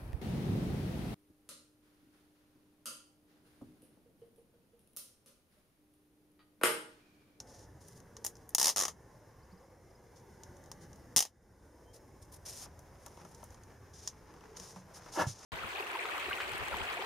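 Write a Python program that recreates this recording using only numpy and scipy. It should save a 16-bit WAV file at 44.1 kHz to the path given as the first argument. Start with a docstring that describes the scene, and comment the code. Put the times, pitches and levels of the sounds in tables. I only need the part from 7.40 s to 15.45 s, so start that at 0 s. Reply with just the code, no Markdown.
"""Sticky paper labels are picked at and peeled off their backing: the glue lets go in runs of snaps.
Each pull speeds up or slows down as its force fades. Fingers and sleeves rustle at a potting bench,
then a plastic pot is gripped, dragged over a gritty tray and bumped against it.
Behind lies a quiet garden with a far bird. The microphone's automatic volume dips after loud rips."""
import sys
import numpy as np
from scipy import signal
from scipy.fft import rfft, irfft, next_fast_len
from scipy.io import wavfile
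from scipy.ndimage import uniform_filter1d, map_coordinates

SR = 44100
rng = np.random.default_rng(int(sys.argv[2]) if len(sys.argv) > 2 else 0)


def bounce(signal):
    """Save signal as a 16-bit WAV file at the path given by the first command-line argument."""
    frames = np.transpose(np.atleast_2d(signal))
    limited = np.clip(frames, -1, 1)
    pcm = np.round(limited * 32767).astype(np.int16)
    wavfile.write(sys.argv[1], SR, pcm)


N = 355005
TIME = np.arange(N) / SR


def amp(db):
    """Turn decibels into a multiplier."""
    return 10 ** (np.asarray(db) / 20)


def unit(x):
    """Scale x to an average power of 1."""
    return x / np.sqrt(np.mean(x ** 2) + 1e-20)


def along(points, hz):
    """Read between (frequency, value) points on a log frequency axis."""
    f, v = np.transpose(points)
    return np.interp(np.log(hz + 1), np.log(f + 1), v)


def wobble(rate):
    """A smooth random curve through `rate` points a second."""
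    return map_coordinates(rng.standard_normal(int(N * rate / SR) + 4), [TIME * rate])


def filtered(x, response):
    """Multiply each frequency in x by response(hz)."""
    n = x.shape[-1]
    padded = 2 * next_fast_len(n // 2 + 2048)
    return irfft(rfft(x, padded) * response(np.fft.rfftfreq(padded, 1 / SR)), padded)[..., :n]


def causal(db):
    """A filter with these gains that never sounds before the hit (minimum phase)."""
    cepstrum = irfft(np.log(amp(db)))
    half = len(cepstrum) // 2
    cepstrum[1:half] *= 2
    cepstrum[half + 1:] = 0
    return np.exp(rfft(cepstrum))


def stereo(pair, width):
    """Turn a middle and a side signal into left and right; more side sounds wider."""
    mid, side = filtered(pair, lambda hz: amp(np.array([0 * hz, along(width, hz)])))
    return np.array([mid + side, mid - side])


def add(track, s, sound):
    """Mix a sound in at s seconds."""
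    part = track[:, max(round(s * SR), 0):][:, :sound.shape[-1]]
    part += sound[..., :part.shape[1]]


def burst(t60):
    """Two puffs of noise of set energy; t60 is the seconds they take to fade by 60 dB."""
    t = TIME[:SR // 5]
    noise = rng.standard_normal((2, len(t))) * amp(-60 * t / t60)
    return noise / np.linalg.norm(noise, axis=1, keepdims=True) * np.sqrt(SR / 1000)


# tone of the outdoor air: f/Hz, level/dB
GARDEN_TONE = [(20, -12.5), (45, -1), (85, 3.5), (160, -2.5), (260, -6.5), (480, -5), (680, -12.5),
               (900, -10.5), (1300, -20.5), (1700, -18), (2120, -22.5), (2450, -32.5), (4500, -35.5),
               (14000, -38.5)]
# how wide it sounds: f/Hz, side over middle/dB
GARDEN_WIDTH = [(60, -25), (180, -16), (550, -12), (1650, -12), (4970, -10), (15000, 2.5)]
def garden(patchy_db=2.56, level_db=-57.0, hum_db=-76.0, hum_hz=119.7):
    """A distant outdoor rumble whose pitches come and go, with a faint hum."""
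    spectra = signal.stft(rng.standard_normal((2, N)), nperseg=2048)[2]
    patches = uniform_filter1d(rng.standard_normal(spectra.shape[1:]), size=3, axis=0)  # blur in pitch
    patches = uniform_filter1d(patches, size=16, axis=1)  # and in time
    patchy = signal.istft(spectra * amp(patchy_db * unit(patches)), nperseg=2048)[1][:, :N]
    air = unit(filtered(stereo(patchy, GARDEN_WIDTH), lambda hz: amp(along(GARDEN_TONE, hz))))
    hum = amp(hum_db + 2.5 * wobble(8.6)) * np.sin(2 * np.pi * hum_hz * TIME)
    return air * amp(level_db + 1.1 * wobble(1.6) + 0.59 * wobble(29)) + hum


def crack():
    """Fibres tear for about a millisecond, equally strong at every frequency."""
    spectrum = rfft(burst(.003)[:, :96])
    return irfft(spectrum / np.abs(spectrum)) * np.sqrt(SR / 1000)


# tone of snapping paper: f/Hz, level/dB
PAPER_TONE = [(40, -15), (260, -9.5), (500, -1.5), (880, -2), (1200, -3.5), (1500, -9.5), (1900, -2),
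              (2400, -9.5), (3000, -2.5), (4500, -2), (6000, 0), (10000, -1.5), (15000, -8)]
# echoes from nearby surfaces: delay/s, level/dB
ECHOES = [(.0011, -16), (.0027, -9), (.0035, -13.5), (.0047, -15.5)]
def snap(body_db, top_db, flap_hz, taut_hz, flap_db, bench_t60, bench_db, taut_db=4.0):
    """Paper snaps: a sharp crack, its echoes, a flutter of the sheet and a shudder of the bench."""
    flutter = amp(-2.5) * burst(.024)
    blow = flutter + amp(bench_db) * burst(bench_t60)
    tear = crack()
    add(blow, 0, tear)
    for delay, db in ECHOES:
        add(blow, delay * (1 + 0.046 * rng.standard_normal()), amp(db) * tear)  # the hands keep moving
    tilt = [(1200, body_db), (5500, 0.0038), (11000, top_db)]
    flap = lambda hz: flap_db / (1 + ((hz - flap_hz) / 140) ** 2)  # the loose end rings
    taut = lambda hz: taut_db / (1 + ((hz - taut_hz) / 650) ** 2)  # so does the stretched paper
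    return filtered(blow, lambda hz: causal(along(PAPER_TONE, hz) + along(tilt, hz) + flap(hz) + taut(hz)))


# how wide paper and fingers sound: f/Hz, side over middle/dB
PAPER_WIDTH = [(60, -5.5), (150, -4), (380, -7.5), (950, -4.5), (2380, -16), (5980, -8), (15000, 3.5)]
# spells of fumbling: start/s, end/s, level/dB
FUMBLING = [(0.054, 1.14, -57.5), (2.75, 3.561, -61), (5.601, 6.616, -57)]
# nails tick on paper edges: t/s, level/dB, body (low tones)/dB, top (high tones)/dB
NAIL_TICKS = [(.002, -39, -3, -9), (0.4837, -57, -20, 10.5), (0.7676, -44, 2, -10), (0.8434, -39, -19, -14),
              (0.9544, -54.5, -16, -9), (1.092, -59, 5.5, 20), (3.0349, -47.5, 0.5, -4),
              (3.3158, -42.5, 4, -2.5), (3.531, -53.5, -3, -9), (5.3917, -59, 1, 8), (5.6625, -49, 11, 5.5),
              (5.9476, -49.5, -6, -8), (6.04, -57, -13, 11), (6.145, -55.5, 8, -7), (6.6753, -27, -8, -10),
              (7.1691, -38, 4, -19), (7.1993, -43.5, 4, -8)]
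def picking(faint_per_s=5, spread_db=2.5, faint_top_db=-3):
    """Nails pick at the corners: a few clear ticks among faint random ones."""
    out, faint = np.zeros((2, N)), []
    for start, end, db in FUMBLING:
        for place, strength in rng.random((round((end - start) * faint_per_s), 2)):
            s = start + place * (end - start)
            faint.append((s, db + spread_db * (2 * strength - 1), 0, faint_top_db))
    for s, db, body_db, top_db in NAIL_TICKS + faint:
        tick = snap(body_db, top_db, flap_hz=994, taut_hz=6500, flap_db=7.5,
                    bench_t60=0.094, bench_db=-4.5)
        add(out, s, amp(db) * tick)
    return stereo(out, PAPER_WIDTH)


# tone of rubbing fibres: f/Hz, level/dB
RUSTLE_TONE = [(100, -21), (500, 6), (1200, -4), (2400, -4.5), (4000, 1), (6000, 1.5), (10000, -1),
               (13000, -7), (15500, -13.5)]
# skin, paper and cloth slide: t/s, length/s, relative level/dB, top/dB
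RUBS = [(0.064, 0.19, -61, -4), (0.4, 0.2, -64, 1.5), (2.751, 0.047, -61.5, -6), (2.89, 0.31, -75, -3),
        (3.405, 0.049, -59, -1.5), (4.528, 0.048, -58, 3), (4.814, 0.036, -62, 3),
        (4.916, 0.05, -57.5, 7.5), (5.05, 0.063, -45, 1.5), (5.114, 0.14, -48.5, 1),
        (5.594, 0.56, -68.5, 3), (6.531, 0.18, -55, -6), (7.157, 0.16, -51.5, -3.5),
        (7.316, 0.092, -62, -4), (7.534, 0.057, -53, -1.5), (7.603, .13, -61.5, -9), (7.717, 0.14, -45, -3),
        (7.862, 0.062, -38, -5.5), (7.923, 0.15, -52.5, -8)]
def rustle(grain_db=1.5, clump_db=1.7, level_db=-5, attack_s=0.011, release_s=0.033):
    """Sliding fibres catch and slip, so each rub makes a grainy hiss."""
    out = np.zeros((2, N))
    fibres = rng.standard_normal((2, N)) * amp(grain_db * wobble(900) + clump_db * wobble(90))
    hiss = unit(filtered(stereo(fibres, PAPER_WIDTH), lambda hz: causal(along(RUSTLE_TONE, hz))))
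    for s, length, db, top_db in RUBS:
        end = length + release_s / 2
        part = hiss[:, round(s * SR):round((s + end) * SR)]
        t = TIME[:part.shape[1]]
        pressure = np.clip(np.minimum(t / attack_s, (end - t) / release_s), 0, 1)
        tilt = [(6500, 0), (11000, top_db)]
        add(out, s, filtered(amp(db) * pressure * part, lambda hz: amp(level_db + along(tilt, hz))))
    return out


def slip_times(count, first_gap, last_gap, lateness):
    """When the glue slips in one pull; the higher the lateness, the later the hand changes pace."""
    gaps = first_gap + (last_gap - first_gap) * np.linspace(0, 1, round(count) - 1) ** lateness
    return np.append(0, np.cumsum(gaps))


# pulls on a label: t/s, slips, first gap/s, last gap/s, lateness, relative level/dB,
# fade/dB (below 0 it grows), body/dB, top/dB, bench/dB, loose flap f/Hz, taut paper f/Hz
LABEL_PULLS = [(0.848, 2, .0167, 0.018, 0.9, -33.5, -3, 3.5, 7.5, 0, 824, 7030),
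               (1.1488, 2, 0.0016, .0017, 1, -8, 2, -4, 3.5, -10.5, 880, 6500),
               (1.1828, 10, .0157, .0079, 1.9, -11.5, 5.5, 1, 1, 0.5, 906, 4660),
               (1.3617, 10, .0098, .0288, 6.2, -19.5, 9.5, 5.5, -1, 0, 1210, 6800),
               (3.7628, 8, 0.0051, .0268, 2.11, -2.5, 25, -6.5, -0.5, -4, 800, 2880)]
def peel(peel_db=-1.5, body_per_db=0.48, bench_per_db=0.234, dulling_db=3):
    """Glue tears loose slip by slip; weaker snaps are duller, with more of the bench in them."""
    out = np.zeros((2, N))
    for s, *pace, db, fade_db, body_db, top_db, bench_db, flap_hz, taut_hz in LABEL_PULLS:
        delays = slip_times(*pace)
        for delay, progress in zip(delays, np.linspace(0, 1, len(delays))):
            lost_db = fade_db * progress ** 6.5  # the force holds, then gives way near the end
            sound = snap(body_db + body_per_db * lost_db, top_db - dulling_db * progress, flap_hz, taut_hz,
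                         flap_db=6.5, bench_t60=0.099, bench_db=bench_db + bench_per_db * lost_db)
            add(out, s + delay, amp(db + peel_db - lost_db) * sound)
    return stereo(out, PAPER_WIDTH)


# chirps: t/s, length/s, first f/Hz, last f/Hz, relative level/dB
CHIRPS = [(2.013, .035, 3700, 5620, -74.5), (2.108, .03, 3900, 5300, -72), (2.165, .028, 4600, 5300, -79),
          (2.498, .025, 4500, 5600, -79), (2.543, .027, 4900, 5250, -75), (4.433, .125, 3020, 3260, -73.5)]
def bird():
    """A far bird gives faint, rising whistles."""
    out = np.zeros((2, N))
    for s, length, first_hz, last_hz, db in CHIRPS:
        pitch = np.linspace(first_hz, last_hz, int(length * SR))
        whistle = np.sin(2 * np.pi * np.cumsum(pitch) / SR)
        add(out, s, amp(db + 1.5) * np.hanning(len(pitch)) * whistle)
    return out


def boom(hz, t60, rise_s=0.0036):
    """One low note swells and dies away after a soft knock."""
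    t = TIME[:SR // 3]
    return -np.sin(2 * np.pi * hz * t) * amp(-60 * t / t60) * (1 - np.exp(-(t / rise_s) ** 2))


# the tray's own notes: f/Hz, level/dB, t60/s
TRAY_NOTES = [(104, -12.5, 0.23), (128, -2.5, 0.085), (184, -4.5, 0.19), (340, 5.5, 0.05)]
# knocks on the tray: t/s, level/dB, f/Hz that the struck spot favours
TRAY_BUMPS = [(2.125, -41.5, 204), (7.198, -43, 195), (7.362, -37.5, 195), (7.773, -28, 330),
              (7.791, -23.5, 190), (7.817, -20, 98), (7.867, -14.5, 121)]
def tray(pan_db=-1.3, spread_octaves=0.37):
    """Hands and the soil-filled pot bump the tray; each spot brings out its own low notes."""
    out = np.zeros((2, N))
    for s, db, spot_hz in TRAY_BUMPS:
        for hz, note_db, t60 in TRAY_NOTES:
            share = np.exp(-(np.log2(hz / spot_hz) / spread_octaves) ** 2)
            add(out, s, amp(db + note_db) * share * boom(hz, t60))
    return out * amp([[pan_db], [-pan_db]])


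# puffs of air as the second label comes free: t/s, level/dB
AIR_PUFFS = [(3.7672, -4.5), (3.7814, -14)]
def puffs(push_s=0.00059, right_lag_s=.0008):
    """Each flick of the paper pushes the air once, with no ring."""
    out = np.zeros((2, N))
    age = np.maximum(TIME[:SR // 20] - np.array([[0], [right_lag_s]]), 0) / push_s
    for s, db in AIR_PUFFS:
        add(out, s, amp(db) * age * (2 - age) * np.exp(-age))
    return out


# how wide the jacket and the pot sound: f/Hz, side over middle/dB
HANDLING_WIDTH = [(60, -12.5), (240, -5), (950, -9.5), (3770, -10.5), (15000, 0)]
# tone of heavy cloth: f/Hz, level/dB
JACKET_TONE = [(100, -19), (450, -3), (900, 1), (1300, -2), (2000, -8), (3200, -16), (6000, -22),
               (12000, -38)]
# the rub swells as the body shifts and reaches: t/s, level/dB
REACH = [(5.05, -78), (5.23, -59), (5.35, -72), (5.75, -63), (6.3, -69.5), (7.2, -61.5), (7.45, -63.5),
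         (7.65, -60), (8.05, -56.5)]
def jacket(fold_db=3.0, grain_db=2):
    """Heavy cloth folds with a dull, uneven rub as the arm reaches for a pot."""
    folds = rng.standard_normal((2, N)) * amp(fold_db * wobble(45) + grain_db * wobble(500))
    rub = unit(filtered(stereo(folds, HANDLING_WIDTH), lambda hz: amp(along(JACKET_TONE, hz))))
    return amp(np.interp(TIME, *np.transpose(REACH))) * rub


# the pot's own notes: f/Hz, width/Hz, level/dB
POT_NOTES = [(324, 80, -7), (528, 77, -5.5), (616, 40, 0.5), (772, 69, -2), (942, 97, -1), (1157, 50, -5),
             (1343, 68, -4), (1671, 66, -4), (1729, 69, -3.5), (2180, 17, -8.5), (2620, 310, -21.5)]
def pot_wall(hz):
    """A thin plastic wall acts as a filter that rings at its own notes."""
    return sum((-1) ** k * amp(db) * 1j * hz * width / (note ** 2 - hz ** 2 + 1j * hz * width)
               for k, (note, width, db) in enumerate(POT_NOTES))


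# tone of a soft touch: f/Hz, level/dB
FINGER_TONE = [(250, 3), (700, -0.5), (1200, 3), (1700, -5), (3000, 3)]
# fingers land on the pot: t/s, level/dB
FINGER_TAPS = [(5.259, -29), (5.665, -23.5), (5.772, -27), (5.849, -27), (6.029, -26), (6.9393, -29),
               (7.0086, -29), (7.171, -33), (7.36, -26.5), (7.5669, -28), (7.6607, -24.5)]
def pot(grit_db=0.5, tap_t60=0.015, ring_db=-5, drag_at_s=7.798, drag_db=-20.5, hold_s=0.023):
    """Finger taps and the grit under its dragged base both make the pot ring."""
    taps = np.zeros((2, N))
    for s, db in FINGER_TAPS:
        add(taps, s, amp(db) * (burst(tap_t60) + amp(ring_db) * burst(.09)))
    taps = filtered(stereo(taps, HANDLING_WIDTH), lambda hz: pot_wall(hz) * causal(along(FINGER_TONE, hz)))
    grit = rng.standard_normal((2, N)) * amp(grit_db * wobble(1100))
    scrape = unit(filtered(stereo(grit, HANDLING_WIDTH), pot_wall))
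    t = TIME - drag_at_s
    slide_db = drag_db + 614 * np.minimum(t, 0) - 468 * np.maximum(t - hold_s, 0)  # rise, fall in dB/s
    return taps + amp(slide_db) * scrape


def scene():
    """The hands work close by, a little to the left, with the garden behind."""
    near = peel() + picking() + puffs() + rustle() + jacket() + pot()
    return near * amp([[.5], [-.5]]) + tray() + bird() + garden()


def gain_control(x, threshold_db=-36, share=0.49, release_db_per_s=30):
    """Loud sounds pull the volume down at once; then it creeps back up."""
    power = np.abs(uniform_filter1d(np.mean(x ** 2, axis=0), size=441))
    cut_db = share * np.maximum(10 * np.log10(power + 1e-12) - threshold_db, 0)
    recovery_db = release_db_per_s * TIME
    held_db = np.maximum.accumulate(cut_db + recovery_db) - recovery_db
    return x * amp(-uniform_filter1d(held_db, size=64))


# the microphone's bright tone, with one narrow dip: f/Hz, level/dB
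MIC_TONE = [(2000, -0.5), (4550, 0), (5100, 8), (6500, 8.5), (7200, 4.5), (7800, -3), (8800, 5),
            (11000, 3.5), (15000, -1.5), (16000, -16.5)]
def record(dry, ceiling=0.55, top_hz=16200):
    """The microphone colours the sound, turns loud parts down, rounds peaks and cuts the very top."""
    heard = gain_control(filtered(dry, lambda hz: causal(along(MIC_TONE, hz))))
    rounded = heard / (1 + (heard / ceiling) ** 4) ** (1 / 4)
    return filtered(rounded, lambda hz: hz < top_hz)


dry = scene()
out = record(dry)
bounce(out)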